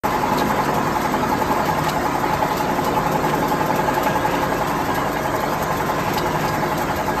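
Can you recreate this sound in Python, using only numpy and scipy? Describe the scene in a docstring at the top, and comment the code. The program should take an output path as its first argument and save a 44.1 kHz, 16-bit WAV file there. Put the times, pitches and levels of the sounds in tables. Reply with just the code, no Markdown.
"""The roar and motor hum of a factory hall, and a steady knocking, about 11 times a second.
The microphone is carried along a web converting machine. With each turn of the main shaft a cam
knocks the steel frame and the gears repeat their churn. Sheet-metal guards and one roller sing,
a drive chain rattles and slaps in step with the shaft, and loose parts tinkle and clink.
The running paper web hisses, rustles and scuffs over the rollers; midway a loose cover bumps once."""
import sys
import numpy as np
from scipy import signal
from scipy.fft import rfft, irfft, next_fast_len
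from scipy.io import wavfile
from scipy.ndimage import uniform_filter1d, map_coordinates

SR = 44100
rng = np.random.default_rng(int(sys.argv[2]) if len(sys.argv) > 2 else 0)


def inscribe(sig):
    """Save sig as 16-bit PCM at rate SR to the path in sys.argv[1].

    A 1-D sig is mono; a 2-D sig holds one channel per row.
    Samples are clipped to [-1, 1] before scaling.
    """
    pcm = np.round(np.clip(np.atleast_2d(sig).T, -1, 1) * 32767)
    wavfile.write(sys.argv[1], SR, pcm.astype(np.int16))


N = 317520
TURN_HZ, FIRST_KNOCK_S = 10.9348, 0.037  # the main shaft's beat

# roar of the hall, all around: (frequency [Hz], level [dB])
HALL_SPECTRUM = [(20, -18), (45, -12), (80, -11.5), (140, -3.5), (230, -1), (430, -2.5), (700, -0.5),
                 (1250, -3.5), (1550, -8), (2100, -10.5), (2600, -18.5), (3300, -25), (6000, -43)]
# rumble of the rollers along the walk: (time [s], level [dB])
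RUMBLE_LEVEL = [(0.06, -27), (1.5, -27), (2.4, -29), (3.4, -24), (4.2, -28), (5.2, -29.5), (6.1, -27.5),
                (7.2, -29.5)]
# the singing roller: (frequency [Hz], width [Hz], level [dB])
ROLLER_MODE = [(1636, 19, 0)]
# that roller at the microphone: (time [s], level [dB])
ROLLER_LEVEL = [(0, -38), (0.4, -37.5), (1.0, -42), (1.75, -37), (2.3, -54), (3.1, -45), (3.7, -36),
                (4.5, -36.5), (5.5, -40), (6.1, -38), (7, -40)]
# hiss of the web: (frequency [Hz], level [dB])
HISS_SPECTRUM = [(1500, -7), (3200, -0.5), (4800, -1), (5700, -6), (6400, 0.5), (8300, -1), (11500, -14.5),
                 (14000, -1)]
# mains and motor tones: (frequency [Hz], level [dB])
HUM_TONES = [(50, -43), (69.3, -49), (100, -50.5), (200, -42), (357, -36.5), (400.7, -46), (615.3, -53),
             (650.7, -45), (716, -42.5), (8319, -70)]
# motor drones that swell along the walk:
# (frequency [Hz], level [dB], fade [dB/s], crest time [s], period [s], swing [dB])
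DRONE_SWELLS = [(106.8, -51.5, -1.5, 4.8, 8.2, 5), (213.2, -32.5, 2, 0.69, 2.2, 2),
                (250.2, -28.5, 2, 1.5, 2, 2.5), (290.6, -33, 0, 3.9, 4.9, 2),
                (524, -40.5, 0, 3.85, 5.2, 7.5), (631.3, -42, -2, 3.5, 5.1, 3)]
# the main motor drone at the microphone: (time [s], level [dB])
MAIN_DRONE_LEVEL = [(0.05, -38), (0.45, -30), (1.3, -44), (1.7, -32), (2.7, -45), (3.05, -30.5),
                    (3.65, -32), (3.95, -39), (5.3, -36.5), (6, -32.5), (6.55, -31.5), (7.2, -40)]
# two sheet-metal guards: (frequency [Hz], width [Hz], level [dB])
GUARD_MODES = [(976, 54, -3), (1047.6, 21, -2.5)]
# the guards at the microphone: (time [s], level [dB])
GUARD_LEVEL = [(0.3, -26.5), (1.1, -31.5), (1.6, -29), (2.4, -31), (3.2, -31.5), (3.8, -34.5),
               (4.17, -29.5), (4.7, -28), (5.4, -33.5), (6.2, -29.5), (7.1, -34)]
# churn of the gears: (frequency [Hz], level [dB])
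CHURN_SPECTRUM = [(40, -25), (90, -6), (200, -4), (400, 2.5), (600, -1.5), (720, 0.5), (900, 4),
                  (1050, -10), (1250, 3.5), (1500, -3.5), (2200, -11), (2800, -38), (6000, -45)]
# strong orders of the shaft: (multiple of the turn rate, level [dB])
SHAFT_ORDERS = [(10, -45.5), (13, -42), (16, -41.5), (18, -44.5), (24, -54), (26, -42.5), (28, -52),
                (32, -42), (34, -54), (40, -45), (42, -55), (43, -51.5), (48, -42)]
# gearbox rumble along the walk: (level [dB], fade [dB/s], crest time [s], period [s], swing [dB])
GEARBOX_SWELL = (-44, -0.1, 7, 5.5, 2.5)
# chain links: (frequency [Hz], width [Hz], level [dB])
LINK_MODES = [(4460, 1900, 2), (7400, 4900, 3.5), (12440, 350, 7), (13300, 120, 13)]
# beats that tighten the chain: (rate [Hz], peak time [s])
TENSION_BEATS = [(3.32, .104), (7.59, .094), (10.935, .041), (21.87, .013)]
# how far each beat moves the chatter: (swing [dB])
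TENSION_SWINGS = [1.1, 2.5, 2.4, 2.2]
# paper running over the rollers: (frequency [Hz], width [Hz], level [dB])
PAPER_MODES = [(2700, 460, -2.5), (3630, 390, 2), (4500, 800, -0.5), (5600, 300, -3.5), (6330, 400, -8.5)]
# its rustle at the microphone: (time [s], level [dB])
RUSTLE_LEVEL = [(0.1, -44.5), (0.8, -47), (1.7, -47), (2.1, -48), (2.6, -43.5), (3.4, -53), (4.6, -46),
                (5.65, -57), (6, -45), (6.6, -46.5), (7.2, -49)]
# the steel frame: (frequency [Hz], level [dB], t60 [s])
FRAME_MODES = [(738, -18, 0.04), (859, -3, 0.039), (850.6, -17.5, 0.31), (950, -40, 0.069)]
# the cam touches the frame, then lands fully: (delay [s], level [dB])
CAM_CONTACTS = [(0, -3), (.008, 0)]
# the shaft runs unevenly, so the knock comes late or early: (time [s], delay [s])
KNOCK_DELAY = [(0, .008), (.7, .003), (2.2, .001), (4.2, -.001), (5.5, -.003), (6.6, 0)]
# the knock, weaker once the microphone has passed the frame: (time [s], level [dB])
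KNOCK_LEVEL = [(0.05, -13), (0.5, -15), (0.9, -17.5), (1.38, -11.5), (1.9, -16), (2.4, -13.5), (3.1, -14.5),
               (3.65, -12.5), (4.25, -14), (4.95, -19), (5.7, -19), (6.0, -18), (6.5, -16.5), (7.1, -17.5)]
# the cam's contact: (frequency [Hz], level [dB])
CLACK_SPECTRUM = [(400, -28), (620, 1), (740, 3), (860, -4.5), (1080, 2.5), (1400, -10.5), (2100, -9),
                  (3500, -34), (9000, -53)]
# blows on a loose steel part: (time [s], ring [dB], crackle [dB], brightest frequency [Hz])
CLINK_BLOWS = [(0.105, -40, -27, 4000), (0.381, -28, -21, 3850), (0.396, -31, -23, 4000),
               (0.637, -32, -34, 4400), (1.659, -39, -29, 2900), (1.885, -27, -21, 3500),
               (1.891, -28, -19.5, 4420), (2.334, -35, -28, 4200), (2.576, -37, -27, 4400),
               (4.955, -37, -26, 4200), (6.175, -27, -19, 3100), (6.179, -23, -30, 4850),
               (6.479, -29, -18.5, 5200)]
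# that steel part: (frequency [Hz], level [dB], t60 [s])
STEEL_MODES = [(2428, 5, 0.054), (2740, 1, .06), (2960, 4, .07), (3160, -6, .1), (3560, -1.5, .06),
               (3830, -1.5, .06), (4140, -2, .07), (4420, -1, .06), (4790, -4.5, 0.12), (4920, 0, .05),
               (5109, -6, .04), (5530, -11, .07), (6300, -2, .07), (7300, -3, .05)]
# crackle of clinks and slaps: (frequency [Hz], level [dB])
CRACKLE_SPECTRUM = [(1200, -33), (2500, 11), (4400, 12.5), (5800, 12), (8300, 10.5), (14000, 5.5)]
# hard slaps of the chain: (turn number, crackle [dB], ring [dB])
CHAIN_SLAPS = [(4, -20, -28), (7, -22, -48), (8, -21, -38), (11, -23, -48), (18, -24, -34), (20, -22, -37),
               (28, -18, -32), (31, -20, -41), (34, -22, -37), (38, -23, -28), (41, -21, -33),
               (43, -19, -33), (44, -20, -29), (51, -20, -36), (54, -20, -31), (59, -25, -36),
               (63, -25, -36), (64, -25, -37), (67, -20, -28), (74, -20, -34), (76, -23, -33)]
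# scuffs of the web: (time [s], half length [s], frequency [Hz], width [Hz], level [dB])
WEB_SCUFFS = [(1.68, 0.02, 1900, 600, -34), (1.854, .01, 2050, 800, -29.5), (1.873, .005, 1900, 500, -28),
              (3.294, 0.014, 1800, 700, -29), (3.284, .014, 3400, 900, -39), (3.78, 0.033, 2590, 90, -39),
              (3.97, 0.047, 2400, 500, -41), (4.09, .04, 1900, 900, -37), (4.11, 0.032, 2700, 140, -34.5),
              (4.244, 0.0078, 2100, 350, -33), (4.293, 0.039, 2600, 110, -38),
              (4.344, 0.013, 3660, 100, -38), (4.365, 0.061, 2800, 350, -39), (4.36, .02, 1980, 400, -35),
              (4.435, .007, 2090, 400, -34), (6.06, 0.076, 2400, 600, -36), (6.425, .06, 2300, 600, -36.5)]
# the loose cover: (frequency [Hz], width [Hz], level [dB])
COVER_MODES = [(640, 130, 5), (1350, 350, -0.5), (2150, 450, -10), (2550, 200, -5)]
# a deep treble dip over the whole sound: (frequency [Hz], gain [dB])
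TREBLE_DIP = [(8500, 0), (9100, -8), (9600, -56), (10400, -27), (11000, 0), (11900, 4), (13800, -2),
              (14300, -19)]


def amp(db):
    """Decibels to gain."""
    return 10 ** (np.asarray(db) / 20)


def unit(x):
    """Scale to rms 1."""
    return x / np.sqrt(np.mean(x ** 2) + 1e-20)


def clock():
    """Time of each sample."""
    return np.arange(N) / SR


def curve(rows):
    """One value per sample from (time, value) rows."""
    return np.interp(clock(), *np.transpose(rows))


def wobble(rate):
    """A smooth random curve, rate knots a second."""
    knots = rng.standard_normal(int(N * rate / SR) + 4)
    return map_coordinates(knots, [clock() * rate], mode="nearest")


def colour(points):
    """Gain against frequency from (Hz, dB) points on a log axis."""
    f, db = np.transpose(points)
    return lambda hz: amp(np.interp(np.log(hz + 1), np.log(f), db))


def resonant(peaks):
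    """Response of (Hz, width, dB) resonances, alternating in sign."""
    return lambda f: sum((-1) ** k * amp(db) * 1j * f * width / (hz * hz - f * f + 1j * f * width)
                         for k, (hz, width, db) in enumerate(peaks))


def filtered(x, response):
    """x through a response of frequency."""
    size = next_fast_len(len(x) + SR // 4)
    return irfft(rfft(x, size) * response(np.fft.rfftfreq(size, 1 / SR)), size)[:len(x)]


def noise(response, patchy_db=3.0):
    """Coloured noise of rms 1, with small patches that come and go."""
    spectra = signal.stft(rng.standard_normal(N), nperseg=1024)[2]
    patches = uniform_filter1d(rng.standard_normal(spectra.shape), size=4, axis=0)
    patches = uniform_filter1d(patches, size=6, axis=1)
    patchy = signal.istft(spectra * amp(patchy_db * unit(patches)), nperseg=1024)[1][:N]
    return unit(filtered(patchy, response))


def grains(response, rate):
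    """Tiny contacts of random size, rate a second, ringing a response; rms 1."""
    return unit(filtered(rng.standard_normal(N) * (rng.random(N) < rate / SR), response))


def each_turn(response):
    """A rough pattern that comes back with every turn of the shaft, rms 1."""
    size = round(SR / TURN_HZ)
    hz = np.fft.rfftfreq(size, 1 / SR)
    one_turn = irfft(response(hz) * np.exp(2j * np.pi * rng.random(len(hz))), size)
    return unit(np.resize(one_turn, N))


def tone(hz, waver_db=3.2, drift_rad=1.13):
    """A motor tone of rms 1, unsettled by the standing waves of the hall."""
    depth = hz / (hz + 200)  # long waves change less along the walk
    phase = 2 * np.pi * (hz * clock() + rng.random()) + drift_rad * depth * wobble(4)
    return unit(amp(waver_db * depth * wobble(5)) * np.sin(phase))


def swell(db, fade_db_per_s, crest_s, period_s, swing_db):
    """Gain as the microphone nears or leaves a source and crosses its standing wave."""
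    t = clock()
    return amp(db - fade_db_per_s * t + swing_db * np.cos(2 * np.pi * (t - crest_s) / period_s))


def burst(s, rise=0.0053, t60=0.059, tail_db=-11, tail_t60=0.23):
    """Envelope of a short clump of contacts, with a faint tail from the hall."""
    age = np.maximum(clock() - s + rise / 2, 0)
    return (1 - np.exp(-age / rise)) * (amp(-60 * age / t60) + amp(tail_db - 60 * age / tail_t60))


def since_knock():
    """Time since the cam last met the frame."""
    return (clock() - FIRST_KNOCK_S - curve(KNOCK_DELAY)) % (1 / TURN_HZ)


def hall(roar_db=-26.5, fade_db_per_s=0.48, split_hz=520, flutter_db=0.1):
    """Rollers rumble below the roar of other machines, which eases along the walk."""
    spectrum = colour(HALL_SPECTRUM)
    bass = lambda hz: 1 / np.sqrt(1 + (hz / split_hz) ** 6)
    rumble = amp(curve(RUMBLE_LEVEL)) * noise(lambda hz: spectrum(hz) * bass(hz), patchy_db=1.9)
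    roar_gain = amp(roar_db - fade_db_per_s * clock() + flutter_db * wobble(14))
    return rumble + roar_gain * noise(lambda hz: spectrum(hz) * np.sqrt(1 - bass(hz) ** 2))


def roller():
    """One roller sings in a narrow resonance."""
    return amp(curve(ROLLER_LEVEL)) * noise(resonant(ROLLER_MODE))


def web_hiss(level_db=-39):
    """The running web hisses evenly all along the machine."""
    return amp(level_db) * noise(colour(HISS_SPECTRUM))


def motors(drone_db=-4.0, main_hz=154.7, main_db=-1.5):
    """Mains and motors hum; the drones swell and sink as the microphone passes."""
    hum = sum(amp(db) * tone(hz) for hz, db in HUM_TONES)
    drones = sum(amp(drone_db) * swell(*wave) * tone(hz) for hz, *wave in DRONE_SWELLS)
    main = amp(curve(MAIN_DRONE_LEVEL) + main_db) * tone(main_hz, waver_db=6.0)
    return hum + drones + main


def guards(blur=1.26):
    """Shaken by the motors, two sheet-metal guards sing without pause, each a blurred note."""
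    song = 0
    for hz, width, db in GUARD_MODES:
        note = tone(hz, waver_db=2.5)
        shiver = noise(resonant([(hz, width, 0)]), patchy_db=2.5)
        song += amp(db) * unit(note + blur * shiver)
    return amp(curve(GUARD_LEVEL)) * song


def gears(churn_db=-31.0, order_db=1.0, waver_db=1.0):
    """The gear train repeats every turn; its pattern shifts slowly as the microphone moves."""
    t, spectrum = clock(), colour(CHURN_SPECTRUM)
    blend = np.pi / 2 * t / t[-1]
    churn = np.cos(blend) * each_turn(spectrum) + np.sin(blend) * each_turn(spectrum)
    tones = 0
    for order, db in SHAFT_ORDERS:
        phase = 2 * np.pi * (order * TURN_HZ * t + rng.random()) + 0.17 * wobble(1.39)
        tones += amp(db + order_db) * unit(amp(waver_db * wobble(1.33)) * np.sin(phase))
    return amp(churn_db) * churn + tones


def gearbox(waver_db=1.0, centre_hz=82, width_hz=40):
    """The gearbox gives a low, hollow, uneven rumble."""
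    hollow = resonant([(centre_hz, width_hz, 0)])
    return swell(*GEARBOX_SWELL) * amp(-waver_db * wobble(2.65)) * noise(lambda hz: hollow(hz) ** 2)


def chain(level_db=-44.5, scatter_db=2.2):
    """Links chatter hardest where the beats of shaft and sprocket meet."""
    tension_db = sum(db * np.cos(2 * np.pi * rate * (clock() - s))
                     for (rate, s), db in zip(TENSION_BEATS, TENSION_SWINGS))
    return amp(level_db + tension_db + scatter_db * wobble(45)) * grains(resonant(LINK_MODES), rate=7000)


def clatter(level_db=-38.5, rate=420, low_hz=1450, high_hz=6500, tilt_db_per_octave=-5.0,
            spread_db=4, t60=0.13, rise=0.0022):
    """Small loose parts ping at random all over the machine, each with its own pitch and strength."""
    t = np.arange(SR // 10) / SR
    start, pitch, phase = rng.random((int(rate * N / SR), 3)).T[..., None]
    octaves = pitch * np.log2(high_hz / low_hz)
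    db = tilt_db_per_octave * octaves + spread_db * np.clip(rng.standard_normal(pitch.shape), -2, 2)
    envelopes = amp(db - 60 * t / t60) * (1 - np.exp(-t / rise))
    pings = envelopes * np.sin(2 * np.pi * (low_hz * 2 ** octaves * t + phase))
    at = (start * N).astype(int) + np.arange(len(t))
    return amp(level_db) * unit(np.bincount(at.ravel(), pings.ravel(), N)[:N])


def rustle(flutter_db=1.5):
    """The running paper crinkles finely and without pause."""
    return amp(curve(RUSTLE_LEVEL) + flutter_db * wobble(20)) * grains(resonant(PAPER_MODES), rate=2200)


def knock(level_db=2.0, push_s=0.0041, rise=0.0018, scatter_db=0.3, limp_db=0.53,
          echo_db=-16.0, echo_t60=0.6, echo_width_hz=40):
    """Once a turn a cam pushes the frame in two quick contacts, harder every other turn; it rings."""
    t = np.arange(SR // 4) / SR
    ring = 0
    for delay, contact_db in CAM_CONTACTS:
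        age = np.maximum(t - delay, 0)
        released = np.maximum(age - push_s, 0)
        modes = sum(amp(db - 60 * released / t60) * np.sin(2 * np.pi * hz * t)
                    for hz, db, t60 in FRAME_MODES)
        ring += amp(contact_db) * (1 - np.exp(-age / rise)) * modes
    times = np.arange(FIRST_KNOCK_S, N / SR, 1 / TURN_HZ)
    times += np.interp(times, *np.transpose(KNOCK_DELAY))
    blow_db = scatter_db * rng.standard_normal(len(times)) + limp_db * (-1) ** np.arange(len(times))
    blows = np.zeros(N)
    blows[(times * SR).astype(int)] = amp(blow_db)
    direct = amp(level_db) * signal.fftconvolve(blows, ring)[:N]
    # the hall returns the frame's main note, blurred anew each time
    since, main_hz = since_knock(), FRAME_MODES[1][0]
    echo_gain = amp(echo_db - 60 * since / echo_t60) * (1 - np.exp(-since / push_s))
    echo = echo_gain * noise(resonant([(main_hz, echo_width_hz, 0)]))
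    return amp(curve(KNOCK_LEVEL)) * (direct + echo)


def clack(level_db=-21.0, rise=0.0042, t60=0.12, fresh=0.7, grow_db_per_s=0.32):
    """The cam lands with a broad clack, partly alike every turn, partly new; it grows along the walk."""
    since, spectrum = since_knock(), colour(CLACK_SPECTRUM)
    contact = unit(each_turn(spectrum) + fresh * noise(spectrum))
    envelope = amp(-60 * since / t60) * (1 - np.exp(-since / rise))
    return amp(level_db + grow_db_per_s * clock()) * envelope * contact


def clinks(crackle_db=-8.5, rise=0.0011, focus_db_per_octave=22, scatter_db=3.0):
    """A loose steel part crackles and rings; where it is struck decides which modes speak."""
    out, t = np.zeros(N), np.arange(SR // 5) / SR
    crackle = grains(colour(CRACKLE_SPECTRUM), rate=4800)
    for s, ring_db, contact_db, bright_hz in CLINK_BLOWS:
        ring = 0
        for hz, db, t60 in STEEL_MODES:
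            db -= focus_db_per_octave * abs(np.log2(hz / bright_hz)) + scatter_db * rng.standard_normal()
            ring += amp(db - 60 * t / t60) * np.sin(2 * np.pi * (hz * t + rng.random()))
        out[round(s * SR):][:len(t)] += amp(ring_db) * ring * (1 - np.exp(-t / rise))
        out += amp(contact_db + crackle_db) * burst(s) * crackle
    return out


def slaps(crackle_db=-6.5, ring_db=-1.0, lead_s=0.028):
    """On some turns the chain slaps just before the knock: a clump of crackles, and the links ring."""
    crackle_gain, ring_gain = np.zeros(N), np.zeros(N)
    for turn, db, link_db in CHAIN_SLAPS:
        shape = burst(FIRST_KNOCK_S + turn / TURN_HZ - lead_s)
        crackle_gain += amp(db + crackle_db) * shape
        ring_gain += amp(link_db + ring_db) * shape
    crackle = crackle_gain * grains(colour(CRACKLE_SPECTRUM), rate=11000)
    return crackle + ring_gain * grains(resonant(LINK_MODES[2:]), rate=3400)


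def scuffs(catch_db=1.0, catch_rate=140):
    """The web catches and slips on the rollers in short rasps; the narrow ones nearly squeak."""
    catches = unit(amp(catch_db * wobble(catch_rate)))
    rasps = 0
    for s, half_s, hz, width, db in WEB_SCUFFS:
        envelope = amp(db) * np.exp(-.5 * ((clock() - s) / half_s) ** 2)
        rasps += envelope * grains(resonant([(hz, width, 0)]), rate=4000)
    return catches * rasps


def bump(at_s=4.061, level_db=-16):
    """A loose cover is jolted once: a dull knock with no ring."""
    return amp(level_db) * burst(at_s, rise=0.002, t60=0.046) * grains(resonant(COVER_MODES), rate=3400)


def scene():
    """The machine and the hall around it, at one moving microphone."""
    drive = knock() + clack() + gears() + motors() + guards() + gearbox() + chain() + slaps()
    bed = hall() + roller() + web_hiss()
    return (drive + bed + clatter() + rustle() + scuffs() + clinks() + bump())[None]


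def record(dry, start_s=0.035, fade_s=0.002, top_hz=14500):
    """The sound comes in after a moment, with a deep dip in the treble and nothing above top_hz."""
    fade_in = np.clip((clock() - start_s) / fade_s, 0, 1)
    return filtered(dry[0] * fade_in, lambda hz: colour(TREBLE_DIP)(hz) * (hz < top_hz))[None]


dry = scene()
out = record(dry)
inscribe(out)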